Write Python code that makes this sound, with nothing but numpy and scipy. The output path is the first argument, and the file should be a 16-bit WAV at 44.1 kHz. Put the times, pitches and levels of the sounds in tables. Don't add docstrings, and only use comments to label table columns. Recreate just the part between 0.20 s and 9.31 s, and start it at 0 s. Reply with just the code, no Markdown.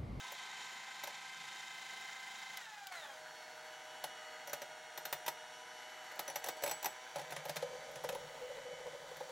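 import sys
import numpy as np
from scipy import signal
from scipy.fft import rfft, irfft, next_fast_len
from scipy.io import wavfile
from scipy.ndimage import map_coordinates

SR = 44100
rng = np.random.default_rng(int(sys.argv[2]) if len(sys.argv) > 2 else 0)


def store_wav(level_fs):
    pcm = np.round(np.clip(np.atleast_2d(level_fs), -1, 1) * 32767)
    wavfile.write(sys.argv[1], SR, pcm.T.astype(np.int16))


N = 401751
TIME = np.arange(N) / SR
GRIP_S = 2.711

# start_s, speed_hz
SHAFT_SPEED = [(0, 258), (.8, 260), (1.5, 259), (2.37, 259), (2.47, 221), (2.7, 190), (2.87, 141),
               (2.97, 126), (3.06, 122), (3.55, 123.7), (4.9, 120), (5.5, 123.4), (6.15, 123.4),
               (6.55, 124.1), (7.3, 127.6), (7.65, 126), (7.9, 123.6), (9.11, 126)]
# start_s, load_db
GEAR_LOAD = [(2.85, -7), (3.08, 1.5), (5, 4), (6, 3), (7.2, 3), (8.3, -3), (9.11, -3.5)]
# closest_s, half_length_s, nearness (0-1)
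NEAR_PASSES = [(.45, 0.58, 0.87), (4.093, 0.34, 0.9), (5.878, 0.33, 0.95), (7.08, 0.17, 0.5),
               (8.4, 0.77, 0.46)]
# frequency_hz, level_db (per Hz)
HIGH_BODY = [(40, -29), (160, -17), (270, -11), (600, -7.5), (850, 4.5), (1150, -5.5), (1550, -3),
             (2100, 3.5), (2700, -2.5), (3800, -1), (4900, -6.5), (6400, -7.5), (7050, -7), (8200, -14),
             (15500, -28.5)]
# frequency_hz, width_hz, level_db
BOWL_BOTTOM = [(496.7, 35, 0), (570, 37, -0.5), (894, 190, -15)]
# frequency_hz, width_hz, level_db
COUNTER_MODE = [(153.5, 43, 0)]
# start_s, level_db
DRAG_LEVEL = [(6.85, -90), (7.02, -66), (7.5, -59), (7.7, -57.5), (7.82, -59), (7.95, -52.5), (8.12, -58),
              (8.3, -61.5), (8.62, -59), (8.87, -60.5), (9.11, -67)]


def amp(db):
    return 10 ** (np.asarray(db) / 20)


def unit(x):
    return x / np.sqrt(np.mean(x ** 2) + 1e-20)


def early(x):
    return x / np.sqrt(np.mean(x[..., :SR // 40] ** 2, axis=-1, keepdims=True))


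def along(points, hz):
    f, v = np.transpose(points)
    return np.interp(np.log(hz + 1), np.log(f + 1), v)


def curves(rows):
    s, *cols = np.transpose(rows)
    return [np.interp(TIME, s, c) for c in cols]


def wobble(rate, step=1):
    knots = rng.standard_normal(int(N * rate / SR) + 4)
    coarse = map_coordinates(knots, [TIME[::32] * rate])
    return np.repeat(coarse, 32 // step)[:len(TIME[::step])]


def swell(s, half):
    return np.exp(-((TIME - s) / half) ** 2)


def ramp(s, length):
    return np.clip((TIME - s) / length, 0, 1)


def filtered(x, response):
    n = x.shape[-1]
    m = next_fast_len(n + 8192)
    return irfft(rfft(x, m) * response(np.fft.rfftfreq(m, 1 / SR)), m)[..., :n]


def coloured(x, points):
    return unit(filtered(x, lambda f: amp(along(points, f))))


def resonate(x, modes):
    def response(f):
        total = 0
        for k, (centre, width, db) in enumerate(modes):
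            damping = 1j * f * width
            total = total + (-1) ** k * amp(db) * centre * 0 + (
                (-1) ** k * amp(db) * damping / (centre * centre - f * f + damping))
        return total
    return filtered(x, response)


def add(track, s, sound):
    part = track[round(s * SR):][:len(sound)]
    part += sound[:len(part)]


def burst(t, hold, t60):
    return np.minimum(t / 0.00046, 1) * amp(-60 * np.maximum(t - hold, 0) / t60)


def drive():
    setting_speeds = [123.4, 259.3]
    stroke_rates = [13.33, 26.55]
    speed = curves(SHAFT_SPEED)[0] * (1 + 0.001199 * wobble(9) + 0.001391 * wobble(45))
    strokes = np.cumsum(np.interp(speed, setting_speeds, stroke_rates)) / SR
    return np.cumsum(speed) / SR, strokes, np.interp(speed, setting_speeds, [0, 1])


def running(high):
    cut_s, die_away_s = 2.39, 0.09
    coasting = ramp(cut_s, die_away_s) * (1 - ramp(GRIP_S, .015))
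    near = sum(size * swell(s, half) for s, half, size in NEAR_PASSES)
    return np.array([1 - high, high, coasting, near])


def motor(turns, strokes, high, state):
    # shaft_multiple, low_setting_db, high_setting_db
    orders = [(2, -83, -85.5), (3, -81.5, -67), (4, -72.5, -63.5), (5, -72, -69), (6, -66.5, -59),
              (7, -78, -98), (8, -67.5, -60), (10, -89, -71), (11, -94, -84), (12, -73.5, -65.5),
              (13, -76.5, -95), (14, -88, -74), (17, -78, -78), (18, -73.5, -85), (22, -80, -87),
              (24, -71.5, -79), (27, -77.5, -75), (30, -82, -100), (36, -72, -100), (42, -83, -100),
              (45, -77.5, -105), (48, -74.5, -115), (74, -83.5, -120)]
    # shaft_multiple, throb_depth, throb_place (stroke, 0-1),
    # phase_swing (rad), side_offset (strokes), side_level_db, beat_place (0-1), settled_db (added)
    throb_rows = [(3, 0.54, 0.34, 0.14, 2, -9, 0.21, 2.5), (4, 0.31, 0.4, 0.15, -2, -2, 0, -3.5),
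                  (6, 0.52, 0, 0.99, 2, -13.5, 0.18, -0.5), (8, 0.51, 0.11, -0.7, -2, -17.5, 0.16, 4),
                  (12, 0.32, 0.98, -0.45, -2, -9.5, 0.1, -1)]
    # low_db, high_db, coasting_db (added), near_db (added)
    shaft_levels = (-1.5, 0.75, -8, 1.5)
    mesh_levels = (-1, -0.5, -5, -0.7)
    whine_levels = (4, 2.5, -5, -1)
    # start_s, first_whine_db, second_whine_db
    beam_rows = [(2.8, -3, -6), (2.96, -8, 1), (3.1, -3, 3.5), (3.6, 2.5, -1.5), (4.2, 4, 1.5),
                 (4.7, -1.5, -4.5), (5.15, 0.5, -8), (5.7, 6.5, 0), (6.3, 1.5, -1), (7, -2.5, -1),
                 (7.7, -1.5, -1), (8.3, 4.5, -5), (9.11, -3, -5)]
    beam_orders = [24, 36]
    settle_s = 1.9
    stagger = 0.13
    rough_db, flutter_db, waver_db = 0.8, 1.8, 0.93
    smear = 0.017
    blades_db = -84
    size = 32

    def held(slow):
        return np.repeat(slow.astype(np.float32), size)[:N]

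    shaft_db, mesh_db, whine_db = np.array([shaft_levels, mesh_levels, whine_levels]) @ state[:, ::size]
    load_db = curves(GEAR_LOAD)[0][::size]
    settled = ramp(0, settle_s)[::size]
    stroke, high = strokes[::size], high[::size]
    low = 1 - high
    angle = 2 * np.pi * (turns % 1).astype(np.float32)
    throbs = {round(k): row for k, *row in throb_rows}
    beams = {k: db[::size] for k, db in zip(beam_orders, curves(beam_rows))}
    out = np.zeros(N)
    for k, low_db, high_db in orders:
        k = round(k)
        shrill = k >= 10
        if 6 <= k <= 8:
            section_db = mesh_db + load_db * low
        elif shrill:
            section_db = whine_db + 0.35 * load_db * low
        else:
            section_db = shaft_db
        beam_db = beams.get(k, 0) + (1.5 if shrill else .6) * wobble(2.335, step=size)
        slow_db = (.4 + waver_db * low) * wobble(15, step=size)
        grain_db = (rough_db + flutter_db * (1 - settled)) * wobble(95, step=size)
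        own = stroke + stagger * (1 - settled) * wobble(18.2, step=size)
        phase = k * angle + held(smear * min(k, 48) * low * wobble(30, step=size))
        if k in throbs:
            depth, place, swing, offset, side_db, beat, settled_db = throbs[k]
            shaken = phase + held(swing * high * np.sin(2 * np.pi * (own - place)))
            side_phase = phase + held(2 * np.pi * round(offset) * (own - beat))
            tone = np.sin(shaken) + amp(side_db) * np.sin(side_phase)
            section_db = section_db + settled_db * settled * high
        else:
            tone, depth, place = np.sin(phase), .3, .35
        throb = 1 + (0.17 + high * depth * settled) * np.cos(2 * np.pi * (own - place))
        level_db = low_db * low + high_db * high + section_db + beam_db + slow_db + grain_db
        out += held(amp(level_db) * throb) * tone
    drone = held(amp(blades_db) * high) * np.sin(2 * np.pi * 8 * strokes)
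    return np.sqrt(2) * (out + drone)


def hum(high):
    # chopping_multiple, level_db
    hum_lines = [(1, -24.5), (2, -23.5), (3, -15.5), (4, -1.5), (5, -7), (6, -11), (8, -12)]
    # start_s, level_db
    hum_level = [(3, -58), (4.8, -56.5), (5.7, -58.5), (6.45, -53), (6.7, -61), (7.4, -55), (9.11, -58.5)]
    chop_hz = 156.0
    lines = np.zeros(N)
    for k, db in hum_lines:
        level = amp(db + 1.7 * wobble(4.5) + 1.5 * wobble(35))
        lines += level * np.sin(2 * np.pi * (round(k) * chop_hz * TIME + rng.random()))
    low_hum = amp(curves(hum_level)[0]) * np.clip(1 - 3 * high, 0, 1) * lines
    return low_hum + amp(-79.5) * high * np.sin(2 * np.pi * chop_hz * TIME)


def whir(turns, strokes, high, state):
    # frequency_hz, level_db (per Hz)
    low_body = [(40, -25), (160, -16.5), (300, -12.5), (550, -7.5), (830, 4), (1130, -7.5), (1500, 1),
                (2050, -3), (2600, -8.5), (3800, -7), (4850, -16), (5700, -10.5), (6120, -14.5),
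                (6700, -9.5), (8200, -17.5), (15500, -27)]
    # low_db, high_db, coasting_db (added), near_db (added)
    rattle_levels = (-58.5, -55, -5.5, 1.1)
    hiss_levels = (-62.5, -55.5, -4, 1)
    fizz_levels = (-72.5, -69, -5.5, -0.5)
    rattle_db, hiss_db, fizz_db = np.array([rattle_levels, hiss_levels, fizz_levels]) @ state
    rattle_db = rattle_db + 0.26 * (1 - high) * curves(GEAR_LOAD)[0]
    teeth = rng.standard_normal(size=2048)
    repeating = unit(map_coordinates(teeth, [strokes % 1 * len(teeth)], mode="grid-wrap"))
    force = unit(amp(-2.5) * repeating + rng.standard_normal(N))
    stroke_db = ((0.67 + 1.0 * high) * np.cos(2 * np.pi * strokes)
                 + 0.44 * (1.5 - high) * np.cos(8 * np.pi * strokes))
    shaft_db = 0.86 * np.cos(2 * np.pi * turns) + 1.0 * np.cos(8 * np.pi * turns)
    force *= amp(stroke_db + shaft_db + 0.5 * wobble(15))
    size = next_fast_len(N)
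    spectrum, f = rfft(force, size), np.fft.rfftfreq(size, 1 / SR)

    def band(shaped, lo, hi):
        return unit(irfft(shaped * (f >= lo) * (f < hi), size)[:N])

    out = np.zeros(N)
    for body, share in ((HIGH_BODY, high), (low_body, 1 - high)):
        shaped = spectrum * amp(along(body, f))
        rattle = amp(rattle_db) * band(shaped, 0, 2900)
        hiss = amp(hiss_db) * band(shaped, 2900, 8500)
        fizz = amp(fizz_db) * band(shaped, 8500, SR)
        out += np.sqrt(share) * (rattle + hiss + fizz)
    return out


def swish(x):
    # frequency_hz, depth_db
    drift_depth = [(300, 0), (1500, 0.7), (4000, 1.2), (9000, 0.5), (15000, 6)]
    hz, t, z = signal.stft(x, SR, nperseg=512)
    moving = 0.134 + sum(size * swell(s, half) for s, half, size in NEAR_PASSES) ** .5
    travel = np.interp(t, TIME, np.cumsum(moving) / SR)
    knots = rng.standard_normal(size=(160, 160))
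    place = np.broadcast_arrays(hz[:, None] / 420 + 0.93 * np.sin(2.55 * travel), 4 * travel)
    field = map_coordinates(knots, place, order=2, mode="grid-wrap")
    gain = amp(along(drift_depth, hz)[:, None] * field)
    return signal.istft(z * gain, SR, nperseg=512)[1][:N]


def gearbox(turns):
    # frequency_hz, width_hz, level_db
    hollow = [(1550, 430, 0)]
    # start_s, level_db
    grind_level = [(0, -65.5), (2.35, -60.5), (2.69, -64), (2.78, -57), (2.95, -59), (3.4, -61.5),
                   (4.2, -67), (5.4, -65), (6.7, -60), (7.6, -84), (9.11, -85)]
    grind = rng.standard_normal(N) * amp(4 * np.cos(2 * np.pi * turns) + 4.1 * wobble(70))
    return amp(curves(grind_level)[0]) * unit(resonate(resonate(grind, hollow), hollow))


def ticks(turns, strokes, state):
    # frequency_hz, width_hz, level_db
    housing_modes = [(3170, 79, -8), (3735, 100, 1.5), (3850, 170, -8.5), (5500, 390, -10.5),
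                     (7160, 400, -10.5)]
    tick_db, spread_db = -64.01, 6.5
    throb_db, throb_place = 8, 0.31
    _, high, coasting, _ = state
    at = np.flatnonzero(np.diff(np.floor(2 * turns)))
    spread = np.minimum(rng.standard_normal(len(at)), 2)
    level_db = spread_db * spread + throb_db * np.cos(2 * np.pi * (strokes[at] - throb_place))
    knocks = np.zeros(N)
    knocks[at] = rng.choice([-1, 1], len(at)) * amp(level_db)
    return amp(tick_db - 6 * coasting) * high * unit(resonate(knocks, housing_modes))


def vents(state):
    # low_db, high_db, coasting_db (added), near_db (added)
    vent_levels = (-69.5, -72, 4, 12.5)
    # frequency_hz, width_hz, level_db (of one of two passes)
    slot_modes = [(1257, 190, -6), (2000, 144, -2.5)]
    hoot = resonate(resonate(rng.standard_normal(N), slot_modes), slot_modes)
    return amp(np.dot(vent_levels, state)) * unit(hoot)


def counter(bowl, high):
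    # centre_s, half_length_s, level_db
    hand_thump = (1.25, 0.076, -71)
    keep = np.exp(-1 / (SR * .15))
    shake = np.sqrt(signal.lfilter([1 - keep], [1, -keep], bowl ** 2))
    rumble = unit(resonate(rng.standard_normal(N), [(34, 65, 0)]))
    thrum = unit(resonate(resonate(rng.standard_normal(N), COUNTER_MODE), COUNTER_MODE))
    pressure = amp(curves(DRAG_LEVEL)[0])
    s, half, hand_db = hand_thump
    rumble_level = amp(-101 - 5 * high) + amp(-55) * shake + amp(-22) * pressure
    thrum_level = amp(-89.5) + amp(-12.5) * pressure + amp(hand_db) * swell(s, half)
    return rumble_level * rumble + thrum_level * thrum


def contacts():
    # start_s, clack_db, boom_db, ring_centre_hz, extra_ring_db, extra_ping_db
    touches = [(0.1204, -50, -68, 14200, 4, 0), (0.8364, -43, -49, 12800, -1.5, 3),
               (.8729, -46.5, -52.5, 12800, -3, 4), (3.8393, -40, -47.5, 10900, 0, 1),
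               (4.2737, -51.5, -54.5, 12710, 4, 13), (4.2955, -51.5, -57, 12700, -3, 14),
               (4.3314, -39, -51, 11800, 1, 7), (4.4179, -45.5, -56, 12900, -6, 7),
               (4.7755, -44, -55.5, 13110, 0.5, 4), (4.8523, -41, -55, 13090, 1, -2),
               (4.9267, -36.5, -51, 14700, 2.5, 0), (5.0629, -42, -54, 14500, -1, 5),
               (5.0795, -34.5, -48, 12700, -1.5, -4), (5.9164, -57, -61, 12700, 0, 0),
               (5.9573, -61, -57, 12700, 3, 0), (5.9923, -38.5, -50, 12700, 2, -5),
               (6.0787, -45.5, -51, 10100, 0, 14.5), (6.099, -47.5, -50, 10090, 0, 15),
               (6.1574, -38.5, -51, 12800, 1, 8), (6.2414, -43, -48.5, 10100, 1.5, 8),
               (6.2615, -48, -52, 12900, 0, 14), (6.2694, -47, -50, 14400, 0, 2),
               (6.2857, -38.5, -45.5, 14500, 1, 3), (6.3678, -55, -58, 12800, -5, -3),
               (6.4223, -48, -50, 14400, -3, 7), (6.4358, -36.5, -41.5, 14440, 1.5, -4),
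               (6.4614, -41, -49, 14580, -1, 0), (6.4754, -42, -46, 14400, 0, 0),
               (6.495, -44, -50, 13000, -2, 9), (6.512, -38, -47, 14800, 0.5, 8),
               (6.6274, -46, -58, 14620, 4, 2), (6.6443, -41, -46.5, 14500, 2, 11),
               (6.6573, -36.5, -45, 12920, 3.5, 6), (6.9576, -43.5, -44, 9700, 0, 0),
               (6.9824, -50, -52, 10110, 2, 0), (6.9934, -47.5, -47, 10110, -1, 0),
               (7.0135, -51, -57, 10240, -3, 0), (7.1065, -50, -65, 11600, 4, 0),
               (7.1217, -44.5, -47, 9700, 3, 0), (7.1635, -43, -53, 10140, -3, 0),
               (7.2524, -46.5, -47, 11600, 5, -5), (7.2854, -51, -53, 12900, 4, 0),
               (7.2938, -39.5, -48, 12900, 0, -2), (7.3585, -45, -54, 9800, 6, -3),
               (7.3661, -39, -58, 12900, 0, 0), (7.4235, -46.5, -37, 10700, -14, 0),
               (7.7128, -63, -58, 11740, 10, 0), (7.7563, -47, -54, 10130, 0, 0),
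               (7.8375, -55, -41, 11700, 12, 0), (7.8445, -45.5, -42, 12900, -3, 0),
               (7.8895, -40.5, -44, 11610, 3, 0), (7.9239, -49.5, -46, 10690, 0, 0),
               (7.9488, -51, -44.5, 10800, 9, 0), (8.9114, -64, -48.5, 10700, 3, 0),
               (8.9684, -54.5, -58, 11700, 5, -3), (9.0035, -55, -43, 10790, -2, 0),
               (9.0915, -59, -48, 10710, 0, 0)]
    # steel_ring_db, shaft_ping_db, rim_ping_db, counter_thud_db
    bare_blow = (-11.5, -20, -33.5, -32)
    # steel_ring_db, shaft_ping_db, rim_ping_db, counter_thud_db
    covered_blow = (-19, -43, -35, -17.5)
    deep_s = 6.8
    rim_s, rim_half_s, rim_extra_db = 6.48, 0.28, 22
    rows = []
    for start, db, boom_db, centre_hz, ring_db, ping_db in touches:
        steel_db, shaft_db, rim_db, thud_db = covered_blow if start > deep_s else bare_blow
        rim_db += rim_extra_db * np.exp(-((start - rim_s) / rim_half_s) ** 2)
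        rows.append((start, db, db + steel_db + ring_db, centre_hz,
                     db + shaft_db + ping_db, db + rim_db, boom_db, db + thud_db))
    return rows


def steel(t, centre_hz, noise):
    # frequency_hz, level_db, t60_s
    wire_modes = [(4090, -9.5, 0.14), (7100, -6, 0.025), (7190, 9.5, 0.03), (9740, -6, .06),
                  (10180, -1, 0.063), (10900, 2, 0.039), (11040, -9, 0.15), (11830, 3, 0.042),
                  (12150, -5, .05), (13130, 4, 0.05), (13000, -11, 0.051), (14300, -6, 0.038),
                  (14720, -8, 0.055), (15400, -13, .04)]
    detune = 0.0049
    hz, db, t60 = np.transpose(wire_modes)
    octaves_off = np.minimum(abs(np.log2(hz / centre_hz)), .25)
    weights = amp(db + rng.normal(0, 2.0, (len(centre_hz), len(hz))) - 59 * octaves_off)
    pitches = hz * (1 + detune * rng.standard_normal(weights.shape))
    decays = amp(-60 * t / t60[:, None])
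    wires = np.array([w @ (decays * np.sin(2 * np.pi * f[:, None] * t)) for w, f in zip(weights, pitches)])
    chatter = (noise * burst(t, hold=0.0012, t60=0.009))[:, :SR // 50]
    return early(signal.fftconvolve(chatter, wires, axes=1)[:, :len(t)])


def glass(t, back):
    # frequency_hz, level_db, t60_s, back_db (added at the back of the bowl)
    wall_modes = [(303, -15.5, 0.047, -4), (579, 4.5, 0.057, -9.5), (781, -4, .05, 5),
                  (837, -2.5, 0.054, 3.5), (941, -6, 0.047, 5.5), (1277, -7.5, 0.11, -7),
                  (1507, -9, 0.053, -2), (1600, -9, 0.052, 4), (1978.3, -4.5, 0.035, 1),
                  (2577, -6.5, 0.056, -0.5), (3200, -13, .05, -7), (3668, -5, 0.052, 1),
                  (4188, -5.5, .06, -1)]
    spread_db, detune = 4, .012
    hz, db, t60, back_db = np.transpose(wall_modes)[..., None]
    rings = []
    for behind, draws in zip(back, rng.standard_normal((len(back), 3, len(hz), 1))):
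        level, pitch, phase = draws
        waves = np.sin(2 * np.pi * (hz * (1 + detune * pitch) * t + phase))
        levels = amp(db + back_db * behind + spread_db * level)
        rings.append(np.sum(levels * waves * burst(t, hold=.0022, t60=t60), axis=0))
    return np.array(rings) * np.minimum(t / 0.0017, 1)


def knock(x, modes):
    return early(resonate(x.ravel(), modes).reshape(x.shape))


def bowl_boom(s, push, back):
    # frequency_hz, width_hz, level_db
    side_modes = [(330, 130, -13.5), (574, 52, 2.5), (794, 160, -1.5), (910, 145, -2.5)]
    # frequency_hz, width_hz, level_db
    back_modes = [(334, 140, -12), (614, 94, -3.5), (777, 130, -4), (963, 99, -1)]
    # frequency_hz, width_hz, level_db
    batter_cushion = [(550, 510, 0)]
    bottom_s = 7.33
    sideways = filtered(push, lambda f: f > 210)
    wall = np.where(back, knock(sideways, back_modes), knock(sideways, side_modes))
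    return np.where(s > bottom_s, knock(knock(push, batter_cushion), BOWL_BOTTOM), wall)


def clacks():
    # frequency_hz, level_db (per Hz)
    clack_colour = [(150, -37), (400, -9), (800, -5), (1150, -4.5), (1900, -.5), (2900, -4), (4200, -8.5),
                    (6200, -5.5), (8500, -14.5), (10500, -12.5), (15500, -31)]
    # centre_s, half_length_s
    back_times = [(.85, .2), (4.94, .24), (6.58, .1)]
    columns = np.transpose(contacts())[..., None]
    s, clack_db, steel_db, centre_hz, shaft_db, rim_db, boom_db, thud_db = columns
    t = np.arange(SR // 8) / SR

    def noise():
        return rng.standard_normal((len(s), len(t)))

    def colour(points):
        return coloured(noise().ravel(), points).reshape(len(s), -1)

    def ping(hz, t60):
        pitch = hz + 20 * rng.standard_normal(s.shape)
        return early(np.sin(2 * np.pi * pitch * t) * burst(t, hold=0.0016, t60=t60))

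    back = np.any([abs(s - middle) < half for middle, half in back_times], axis=0)
    clack = colour(clack_colour) * burst(t, hold=0.0034, t60=0.058)
    crack_colour = [(3000, -10), (9000, -15), (13000, 3.0)]
    crack = early(colour(crack_colour) * burst(t, hold=0.0016, t60=0.022))
    push = noise() * burst(t, hold=0.0063, t60=0.052)
    thud = knock(knock(push, COUNTER_MODE), COUNTER_MODE)
    blows = amp(clack_db) * (amp(-1.5) * clack + amp(-7.5) * early(glass(t, back)))
    blows += amp(steel_db) * (steel(t, centre_hz, noise()) + amp(-0.5) * crack)
    blows += amp(shaft_db) * ping(5880, 0.059) + amp(rim_db) * ping(7895, 0.22)
    blows += amp(boom_db - 1.5) * bowl_boom(s, push, back) + amp(thud_db) * thud
    out = np.zeros(N)
    for start, blow in zip(s.ravel(), blows):
        add(out, start, blow)
    return out


def kitchen(x):
    # frequency_hz, t60_s
    room_decay = [(150, 0.36), (1500, 0.24), (12000, 0.19)]
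    hz, t, z = signal.stft(rng.standard_normal(SR // 3), SR, nperseg=256)
    tail = signal.istft(z * amp(-60 * t / along(room_decay, hz)[:, None]), SR, nperseg=256)[1]
    return signal.fftconvolve(x, tail / np.linalg.norm(tail))[:N]


def switch():
    # start_s, level_db (before the decay)
    detent_clicks = [(2.3718, -42), (2.6694, -42)]
    # frequency_hz, level_db (per Hz)
    snap_colour = [(500, -31), (2000, -5), (4500, 3), (9000, -5), (13000, -2), (15500, -4)]
    t, out = np.arange(SR // 16) / SR, np.zeros(N)
    for s, db in detent_clicks:
        snap = coloured(rng.standard_normal(len(t)), snap_colour)
        add(out, s, amp(db) * snap * burst(t, hold=0.0015, t60=0.022))
    return out


def wind_down(turns, strokes, coasting):
    # shaft_multiple, coasting_db, gripping_db
    swept_tones = [(4, -63, -59), (6, -83, -65), (8, -60.5, -63), (10, -78, -62), (12, -72, -57.5),
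                   (24, -67, -56.5)]
    # frequency_hz, level_db (per Hz)
    growl_colour = [(200, -23), (600, -16), (900, -4), (1150, -5), (1700, 5), (2150, -6), (2700, -8),
                    (4000, -13), (8000, -15), (15500, -28)]
    surge_hz, surge_width_hz, surge_db = 780, 66, 8.5
    grip_db, sing_s, fade_s = -53, 0.13, 0.15
    speed, out = curves(SHAFT_SPEED)[0], np.zeros(N)
    gripping = ramp(GRIP_S, 0.0074) * (1 - ramp(GRIP_S + sing_s, fade_s))
    stroke = np.cos(2 * np.pi * (strokes - .7))
    for k, coast_db, gears_db in swept_tones:
        hz = round(k) * speed
        body_db = along(HIGH_BODY, hz) + surge_db * np.exp(-((hz - surge_hz) / surge_width_hz) ** 2)
        coast = amp(coast_db + min(.3 * k, 2.2) * wobble(29.94)) * coasting
        coast = coast * np.sqrt(np.abs(1 + 1.03 * stroke))
        grip = amp(gears_db + 2.6 * wobble(70)) * gripping * (1 + 0.57 * stroke)
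        phase = 2 * np.pi * round(k) * turns + min(0.051 * k, .8) * wobble(260)
        out += (coast + grip) * amp(body_db) * np.sin(phase)
    t = np.arange(SR // 2) / SR
    jolts = rng.standard_normal(len(t)) * amp(4.5 * wobble(221)[:len(t)])
    growl = coloured(jolts, growl_colour)
    add(out, GRIP_S, amp(grip_db) * growl * burst(t, hold=0.046, t60=.4))
    return out


def rubs(turns):
    # centre_s, half_length_s, level_db
    hard_rubs = [(7.528, 0.031, -51), (7.693, 0.024, -59), (8.176, .018, -52.5), (8.235, 0.027, -49.5),
                 (8.31, 0.018, -47.5), (8.383, 0.021, -47.5), (8.465, 0.019, -51), (8.523, 0.026, -50),
                 (8.601, 0.021, -51), (8.672, .014, -44.5), (8.751, 0.017, -51), (8.853, .02, -55),
                 (8.961, 0.017, -58.5)]
    rub_hz, wander = 501, 0.56
    scrape = unit(resonate(rng.standard_normal(N), BOWL_BOTTOM))
    scrape = unit(scrape / np.abs(signal.hilbert(scrape)) ** .5)
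    growl = amp(curves(DRAG_LEVEL)[0]) * unit(scrape + amp(-4.5) * np.sin(8 * np.pi * turns))
    tone = np.sin(2 * np.pi * rub_hz * TIME + wander * wobble(110))
    boom = unit(tone + amp(-5.5) * scrape)
    return growl + boom * sum(amp(db) * swell(s, half) for s, half, db in hard_rubs)


def scene():
    # frequency_hz, likeness (0-1)
    ear_likeness = [(30, 0.75), (70, 1), (200, 0.98), (1500, 0.98), (4000, 0.98), (8000, 0.99),
                    (14000, 0.96)]
    # frequency_hz, level_db
    scatter_level = [(1000, -35), (4000, -32), (9000, -11), (15000, -22)]
    turns, strokes, high = drive()
    state = running(high)
    _, _, coasting, _ = state
    mixer = motor(turns, strokes, high, state) + hum(high)
    mixer += swish(whir(turns, strokes, high, state)) + gearbox(turns)
    mixer += ticks(turns, strokes, state) + vents(state)
    mixer += switch() + wind_down(turns, strokes, coasting)
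    bowl = clacks() + rubs(turns)
    direct = mixer + bowl + amp(-11.5) * kitchen(bowl) + counter(bowl, high)
    width = lambda f: np.tan(np.arccos(np.clip(along(ear_likeness, f), 0, 1)) / 2)
    scatter = lambda f: amp(along(scatter_level, f))
    side = filtered(kitchen(direct), width) + filtered(kitchen(bowl), scatter)
    return np.array([direct + side, direct - side]) * amp([[-.15], [.15]])


def record(dry):
    return filtered(dry, lambda f: f < 15900)


dry = scene()
out = record(dry)
store_wav(out)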